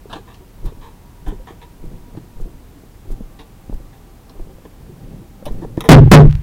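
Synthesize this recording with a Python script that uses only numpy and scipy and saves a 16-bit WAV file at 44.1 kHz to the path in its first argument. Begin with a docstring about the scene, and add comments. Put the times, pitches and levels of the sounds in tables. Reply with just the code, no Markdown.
"""At a metal-clad wall at night, heard from a small camera worn by a worker walking up to it.
Over a distant engine, cloth rubs, steps thud through the body and gear knocks in short, damped modes.
Loose siding scrapes and clanks as stick-slip friction excites its resonances. At the end two heavy
blows beside the microphone set a panel booming in its modes and overload the recorder."""
import sys
import numpy as np
from scipy import signal
from scipy.fft import rfft, irfft, next_fast_len
from scipy.io import wavfile

SR = 44100
rng = np.random.default_rng(int(sys.argv[2]) if len(sys.argv) > 2 else 0)


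def wav_out(sig):
    """Save sig, one row per channel (or a flat mono array), as 16-bit PCM at SR to the path in sys.argv[1]."""
    wavfile.write(sys.argv[1], SR, np.round(np.clip(np.atleast_2d(sig).T, -1, 1) * 32767).astype(np.int16))


N = 283122
T = np.arange(N) / SR


def from_db(db):
    """Decibels to amplitude ratio."""
    return 10 ** (np.asarray(db) / 20)


def unit_rms(x):
    """Normalisation to unit power."""
    return x / np.sqrt(np.mean(x ** 2) + 1e-20)


def cut(x, hz, kind, order=2):
    """Causal low-, high- or band-pass filtering."""
    return signal.sosfilt(signal.butter(order, hz, kind, fs=SR, output="sos"), x + 1e-18)


def noise(spectrum):
    """Spectral shaping: white noise takes on a given colour, at rms 1."""
    hz, db = np.transpose(spectrum)
    size = next_fast_len(N)
    f = np.maximum(np.fft.rfftfreq(size, 1 / SR), 1)
    gain = from_db(np.interp(np.log(f), np.log(hz), db))
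    skirts = np.minimum(f / hz[0], 1) * np.minimum(hz[-1] / f, 1)
    return unit_rms(irfft(rfft(rng.standard_normal(size)) * gain * skirts, size)[:N])


def ring(force, hz, t60):
    """Damped oscillator: a unit impulse starts a decaying sine of height 1."""
    r, w = np.exp(-np.log(1000) / (t60 * SR)), 2 * np.pi * hz / SR
    return signal.lfilter([0, np.sin(w)], [1, -2 * r * np.cos(w), r * r], force + 1e-18)


def resonate(x, hz, width_hz):
    """Second-order resonance with unit peak gain."""
    r, w = np.exp(-np.pi * width_hz / SR), 2 * np.pi * hz / SR
    return signal.lfilter(np.array([1, 0, -1]) * (1 - r * r) / 2, [1, -2 * r * np.cos(w), r * r], x + 1e-18)


def decay(start_s, t60):
    """Exponential decay after a sudden onset."""
    return (T >= start_s) * np.exp(-np.log(1000) * np.clip((T - start_s) / t60, 0, 2))


def grains(per_s, spread_db):
    """Shot noise: random tiny contacts of uneven size, at rms 1."""
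    contacts = (rng.random(N) < per_s / SR) * rng.choice([-1, 1], N)
    return unit_rms(contacts * from_db(spread_db * np.clip(rng.standard_normal(N), -2, 2)))


def click(start_s):
    """A unit impulse."""
    return signal.unit_impulse(N, round(start_s * SR))


# Spectrum of distant engine and microphone hiss: frequency_hz, density_db
BACKGROUND_SPECTRUM = [(20, -11), (40, -6), (70, 2), (130, -8.5), (300, -10), (550, -19), (850, -18.5),
                       (1400, -25.5), (2500, -29.5), (5000, -33.5), (10000, -35), (16000, -34)]
# Faint machine whines: start_s, end_s, pitch_hz, level_db
WHINES = [(0, 2.54, 955, -60.5), (0, 2.4, 754, -80), (3.1, 5.8, 786, -62), (3.1, 4.68, 1162, -66)]

def distant_machines(noise_db=-45, firing_hz=37.7, firing_db=-47, whine_width_hz=10, fade_s=0.087):
    """Periodic firing gives an idling engine its note; narrow-band noise makes unsteady whines."""
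    out = from_db(noise_db) * noise(BACKGROUND_SPECTRUM)
    out += from_db(firing_db) * np.sqrt(2) * np.sin(2 * np.pi * firing_hz * T)
    for start, end, hz, db in WHINES:
        gate = np.clip(np.minimum(T - start, end - T) / fade_s + 1, 0, 1)
        band = resonate(rng.standard_normal(N), hz, whine_width_hz)
        out += from_db(db) * gate * unit_rms(resonate(band, hz, 2 * whine_width_hz))
    return out


# Spectra of cloth rustling and swaying: frequency_hz, density_db
RUSTLE_SPECTRUM = [(50, -48), (105, 7.5), (180, 2), (330, -7), (500, -10.5), (900, -30.5), (2500, -38.5)]
SWAY_SPECTRUM = [(8, -10), (20, -1.5), (36, -3.5), (60, -21), (110, -38), (400, -79)]
# Longer rubs as the body leans and reaches: centre_s, half_length_s, level_db
RUBS = [(0.148, 0.044, -41.5), (1.94, 0.031, -42), (2.156, .08, -42), (4.876, 0.1, -44), (5.115, .11, -37),
        (5.598, 0.14, -34), (5.81, 0.032, -30)]

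def clothing(rise_s=0.039, fall_s=0.092):
    """Friction noise: heavy cloth rubs and sways at the microphone with every stride and reach."""
    stride = sum(np.exp(-np.maximum((s - T) / rise_s, (T - s) / fall_s)) for s, _, _ in STEPS)
    rub = sum(from_db(db) * np.exp(-np.minimum(((T - s) / half) ** 2, 20)) for s, half, db in RUBS)
    rustle = from_db(-51) + from_db(-42.5) * stride + rub
    sway = from_db(-53.5) + from_db(-29) * stride + from_db(-1.5) * rub
    return rustle * noise(RUSTLE_SPECTRUM) + sway * noise(SWAY_SPECTRUM)


# Footfalls felt through the body: centre_s, thud_db, sway_hz
STEPS = [(0.662, -11, 25), (1.285, -12, 31), (1.856, -21.5, 25), (2.416, -16.5, 14.4), (3.12, -13.5, 20.5),
         (3.742, -19.5, 25), (4.412, -24, 22), (5.525, -19, 7.2)]
# Spectrum of a scuffing sole: frequency_hz, density_db
SCUFF_SPECTRUM = [(40, -10), (90, 10.5), (200, -3), (400, -6), (800, -26), (2000, -36), (6000, -42)]

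def footsteps(bounce_lag_s=0.124, bounce_db=-14.5, scuff_db=-18, scuff_s=0.026, grit_db=-32, grit_s=0.0076):
    """Body conduction: each step jolts the camera, which bounces once; the sole scuffs and crunches."""
    thud, scuff, grit = np.zeros((3, N))
    for s, thud_db, sway_hz in STEPS:
        for lag, part_db in ((0, 0), (bounce_lag_s, bounce_db)):
            swing = np.minimum((np.pi * sway_hz * (T - s - lag)) ** 2, 20)
            thud += from_db(thud_db + part_db) * (1 - 2 * swing) * np.exp(-swing)
        scuff += from_db(thud_db + scuff_db) * np.exp(-np.minimum(abs(T - s) / scuff_s, 20))
        grit += from_db(thud_db + grit_db) * np.exp(-np.minimum(abs(T - s) / grit_s, 20))
    scuff *= noise(SCUFF_SPECTRUM)
    grit *= cut(rng.standard_normal(N), 2500, "high", order=1)
    return thud + scuff + grit


def walking_knocks(boot_hz=375, boot_t60=0.036, jostles=16, gear_db=-38, gear_hz=362, gear_t60=0.11):
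    """Light impacts of heel, toe and randomly jostled gear, as rows like DULL_KNOCKS."""
    heel, toe = (-0.016, -27.5), (0.06, -33)   # lag_s, level_db
    boots = [(s + lag, db, boot_hz, boot_t60) for s, _, _ in STEPS for lag, db in (heel, toe)]
    gear = [(s, gear_db, gear_hz, gear_t60) for s in rng.uniform(0, STEPS[-1][0], size=jostles)]
    return [(s, db, hz * np.exp(0.15 * rng.standard_normal()), t60) for s, db, hz, t60 in boots + gear]


# Dull knocks of boots, tools and gear, and of loose siding flopping: start_s, level_db, pitch_hz, t60_s
DULL_KNOCKS = [(0.056, -28, 415, 0.037), (0.158, -27.5, 323, 0.073), (1.270, -27.5, 295, 0.13),
               (1.324, -23, 398, .046), (1.507, -27, 365, 0.027), (2.151, -30, 600, 0.014),
               (2.174, -21.5, 310, 0.036), (2.457, -30.5, 378, 0.026), (2.836, -31.5, 390, 0.03),
               (3.207, -22.5, 212, 0.045), (3.400, -38.5, 297, 0.12), (3.697, -18.5, 254, 0.02),
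               (3.727, -35.5, 655, 0.037), (4.397, -37, 660, 0.053), (4.584, -36, 550, 0.027),
               (4.653, -30, 430, 0.028), (5.426, -26.5, 526, 0.021), (5.466, -18.5, 588, 0.04),
               (5.624, -22, 322, 0.1), (5.649, -18.5, 446, 0.02), (5.777, -8.5, 334, 0.028),
               (5.848, -25, 452, 0.12), (6.075, -7.5, 332, 0.033)]

def knocks(overtone_db=-12, undertone_ratio=0.533, undertone_db=-7, chatter_db=-27, contact_hz=1100):
    """A soft contact acts as a low-pass: padded objects bump and chatter, exciting three damped modes."""
    out, size = np.zeros(N), SR // 4
    for s, db, hz, t60 in DULL_KNOCKS + walking_knocks():
        chatter = rng.standard_normal(size) * np.exp(-np.log(1000) * T[:size] / t60)
        force = signal.unit_impulse(size) + from_db(chatter_db) * chatter
        overtone_ratio = rng.uniform(0.8, 2.7)   # each object has its own shape
        modes = ring(force, hz, t60)
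        modes += from_db(overtone_db) * ring(force, hz * overtone_ratio, t60 / 2)
        modes += from_db(undertone_db) * ring(force, hz * undertone_ratio, t60)
        out[round(s * SR):round(s * SR) + size] += from_db(db) * modes
    return cut(out, contact_hz, "low")


# Resonances of the loose siding: pitch_hz, width_hz, level_db
SIDING_MODES = [(463, 17, 11), (765, 85, 7.5), (949, 83, 7.5), (1004, 87, 7.5), (1140, 64, -2),
                (1490, 700, -4), (1750, 220, -2.5), (2680, 280, -6.5), (3140, 300, -11), (3840, 310, -7),
                (5360, 1500, -17), (6830, 223, -47)]

def clank(force, treble, ring_hz, ring_db=-2, wash_db=-11, uneven_db=1.5, detune=0.04, split_hz=2100):
    """Modal superposition: each place on the sheet weights the modes differently and adds its own ring."""
    pitches, widths, levels = np.transpose(SIDING_MODES)
    gains = from_db(levels + uneven_db * rng.standard_normal(len(levels)))
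    pitches = pitches * np.exp(detune * rng.standard_normal(len(levels)))
    modes = sum((-1) ** k * gains[k] * resonate(treble if hz > split_hz else force, hz, widths[k])
                for k, hz in enumerate(pitches))
    wash = from_db(wash_db) * cut(force, [400, 4200], "band")   # the many weak modes in between
    local_ring = from_db(ring_db) * resonate(force, ring_hz, width_hz=170)
    return (modes + wash + local_ring) / np.sqrt(np.pi * np.sum(widths * gains ** 2) / SR)


# Scrapes and clanks of the siding: start_s, level_db, length_s, treble_db, ring_hz
CLANKS = [(0.097, -34.5, 0.023, -1.5, 1170), (0.1287, -21.5, 0.004, 1, 3430),
          (0.135, -28.5, 0.032, -4.5, 830), (0.271, -40.5, 0.045, -2, 1110), (0.34, -53.5, 0.01, 16, 4270),
          (0.655, -41, 0.03, 1, 1120), (0.812, -39, 0.059, -7, 1070), (1.262, -35, 0.041, -6, 590),
          (1.469, -36.5, 0.031, -6, 1104), (1.615, -41.5, 0.019, 5, 950), (2.169, -41, 0.008, -2, 950),
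          (3.39, -39, 0.019, 6, 1870), (3.923, -50, 0.027, 2.5, 1720), (4.295, -44, 0.0032, 4.5, 5460),
          (4.65, -41, 0.0056, -5, 1690), (5.4545, -30.5, 0.0073, 4.5, 3040), (5.469, -33, .012, -7, 726),
          (5.615, -35.5, 0.024, -14, 816), (5.773, -30, 0.0037, -9, 910),
          (5.8068, -19.5, 0.0027, 2.5, 1110), (5.839, -26, 0.021, -3.5, 1430)]
# Edge sizzle relative to the treble, growing as the wall comes near: time_s, level_db
EDGE_SIZZLE = [(0, -25), (3.9, -27), (5.5, -14.5)]

def siding(t60=0.056, treble_t60=0.052, sizzle_t60=0.029, linger_s=0.02, snap_db=19, loss_db_per_s=452):
    """Stick-slip friction: sheet edges snap loose, then catch and slip in a run of small contacts."""
    out, size = np.zeros(N), SR // 4
    slips = grains(per_s=5000, spread_db=3.5)
    sizzle = unit_rms(resonate(slips, hz=10300, width_hz=4000))   # the thin cut edge itself
    for s, db, length, treble_db, ring_hz in CLANKS:
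        span = slice(round(s * SR), round(s * SR) + size)
        # Long scrapes start more gently and die away more slowly than quick clanks.
        snap = from_db(snap_db - loss_db_per_s * length) * signal.unit_impulse(size)
        fade = np.log(1000) * np.maximum(T[:size] - length, 0) / (1 + length / linger_s)
        force = snap + slips[span] * np.exp(-fade / t60)
        treble = from_db(treble_db) * (snap + slips[span] * np.exp(-fade / treble_t60))
        edge_db = treble_db + np.interp(s, *np.transpose(EDGE_SIZZLE))
        edge = from_db(edge_db) * sizzle[span] * np.exp(-fade / sizzle_t60)
        out[span] += from_db(db) * (clank(force, treble, ring_hz) + edge)
    return out


# Creaks of the settling panel: start_s, strength_db
CREAKS = [(6.0625, -24.5), (6.0855, -23), (6.3115, -9), (6.3272, -6), (6.3536, -7)]

def creaks(band_hz=(600, 3800)):
    """Band-limited impulses: the panel settles in dry snaps that do not ring."""
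    return cut(sum(from_db(db) * click(s) for s, db in CREAKS), band_hz, "band")


def loose_fixings(level_db=-34, t60=0.58, band_hz=(600, 2500)):
    """Contact rattle: nails and seams crackle while the panel's swing decays."""
    swing = sum(decay(s, t60) for s, *_ in BLOWS)
    crackle = unit_rms(cut(grains(per_s=730, spread_db=0.5), band_hz, "band"))
    return from_db(level_db) * swing * crackle


def lurch(centre_s=6.276, level_db=2.5, hz=20):
    """Air displacement: the loosened sheet swings back once, giving a rarefaction, then a compression."""
    phase = np.clip(2 * np.pi * hz * (T - centre_s), -10, 10)
    return from_db(level_db) * phase * np.exp((1 - phase ** 2) / 2)


# Two heavy blows, each with a rebound: start_s, level_db, hardness_db_per_octave, stretch_ratio, flex_db
BLOWS = [(5.8890, 20.5, 3, .3, -2.5), (5.9139, 18, 3.5, 0.111, -6), (6.115, 20, 2, 0.55, -9.5),
         (6.1382, 17.5, 0.5, 0.12, -10.5)]
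# Modes of the struck panel: pitch_hz, level_db, t60_s
PANEL_MODES = [(146.65, 3, 0.3), (174.2, -14, 0.13), (245.7, -2.5, 0.1843), (266.7, -13, 0.13),
               (299.8, -4.5, 0.129), (396.4, -16, 0.2), (511, -11, 0.12), (660.3, -32, 0.16),
               (841, -27, 0.056), (1123, -15.5, 0.042), (1490.5, -25, 0.062)]
# Slow flexing modes of the whole sheet: pitch_hz, level_db, t60_s
FLEX_MODES = [(18.3, -12, 0.38), (36.55, -16.5, 0.71), (80.2, -22, 0.43), (104.75, -7.5, 0.59),
              (124.4, 2.5, 0.317)]

def panel_blows(stretch_s=0.022, surge=6.4, surge_s=0.01135, rattle_db=-39, buffet_db=-20):
    """Tension modulation: a blow stretches the panel, so its boom starts sharp and sinks in pitch."""
    out, lowest_hz = np.zeros(N), PANEL_MODES[0][0]
    for s, db, hardness_db, stretch, flex_db in BLOWS:
        age = np.maximum(T - s, 0)
        clock = age + stretch * stretch_s * (1 - np.exp(-age / stretch_s))   # runs fast while taut
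        boom = np.zeros(N)
        for hz, mode_db, t60 in PANEL_MODES:
            gain = from_db(mode_db + hardness_db * np.log2(hz / lowest_hz))
            boom += gain * np.sin(2 * np.pi * hz * clock) * decay(s, t60)
        boom *= 1 + surge * np.exp(-age / surge_s)   # seam friction quickly damps the first wide swings
        flex = sum(from_db(mode_db + flex_db) * ring(click(s), hz, t60) for hz, mode_db, t60 in FLEX_MODES)
        # The panel rattles on its fixings and buffets the microphone.
        rattle = unit_rms(cut(rng.standard_normal(N), [300, 900], "band"))
        rattle *= from_db(rattle_db) * decay(s, t60=0.086)
        buffet = unit_rms(cut(rng.standard_normal(N), [18, 95], "band", order=3))
        buffet *= from_db(buffet_db) * decay(s, t60=0.64)
        out += from_db(db) * (boom + flex + rattle + buffet)
    return out


def scene():
    """Superposition: all sources add at one microphone."""
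    approach = distant_machines() + footsteps() + clothing() + siding() + knocks()
    return (approach + panel_blows() + loose_fixings() + lurch() + creaks())[None]


def record(dry, ceiling=0.944, knee_sharpness=34, cutoff_hz=15950, oversample=4):
    """Saturation: the input stage clips hard, with slightly rounded corners; a low-pass cuts the top."""
    fine = signal.resample_poly(dry, oversample, 1, axis=1, padtype="edge")
    clipped = fine / (1 + abs(fine / ceiling) ** knee_sharpness) ** (1 / knee_sharpness)
    low_pass = signal.firwin(601, cutoff_hz, window="blackman", fs=oversample * SR)
    return signal.resample_poly(clipped, 1, oversample, axis=1, padtype="edge", window=low_pass)


dry = scene()
out = record(dry)
wav_out(out)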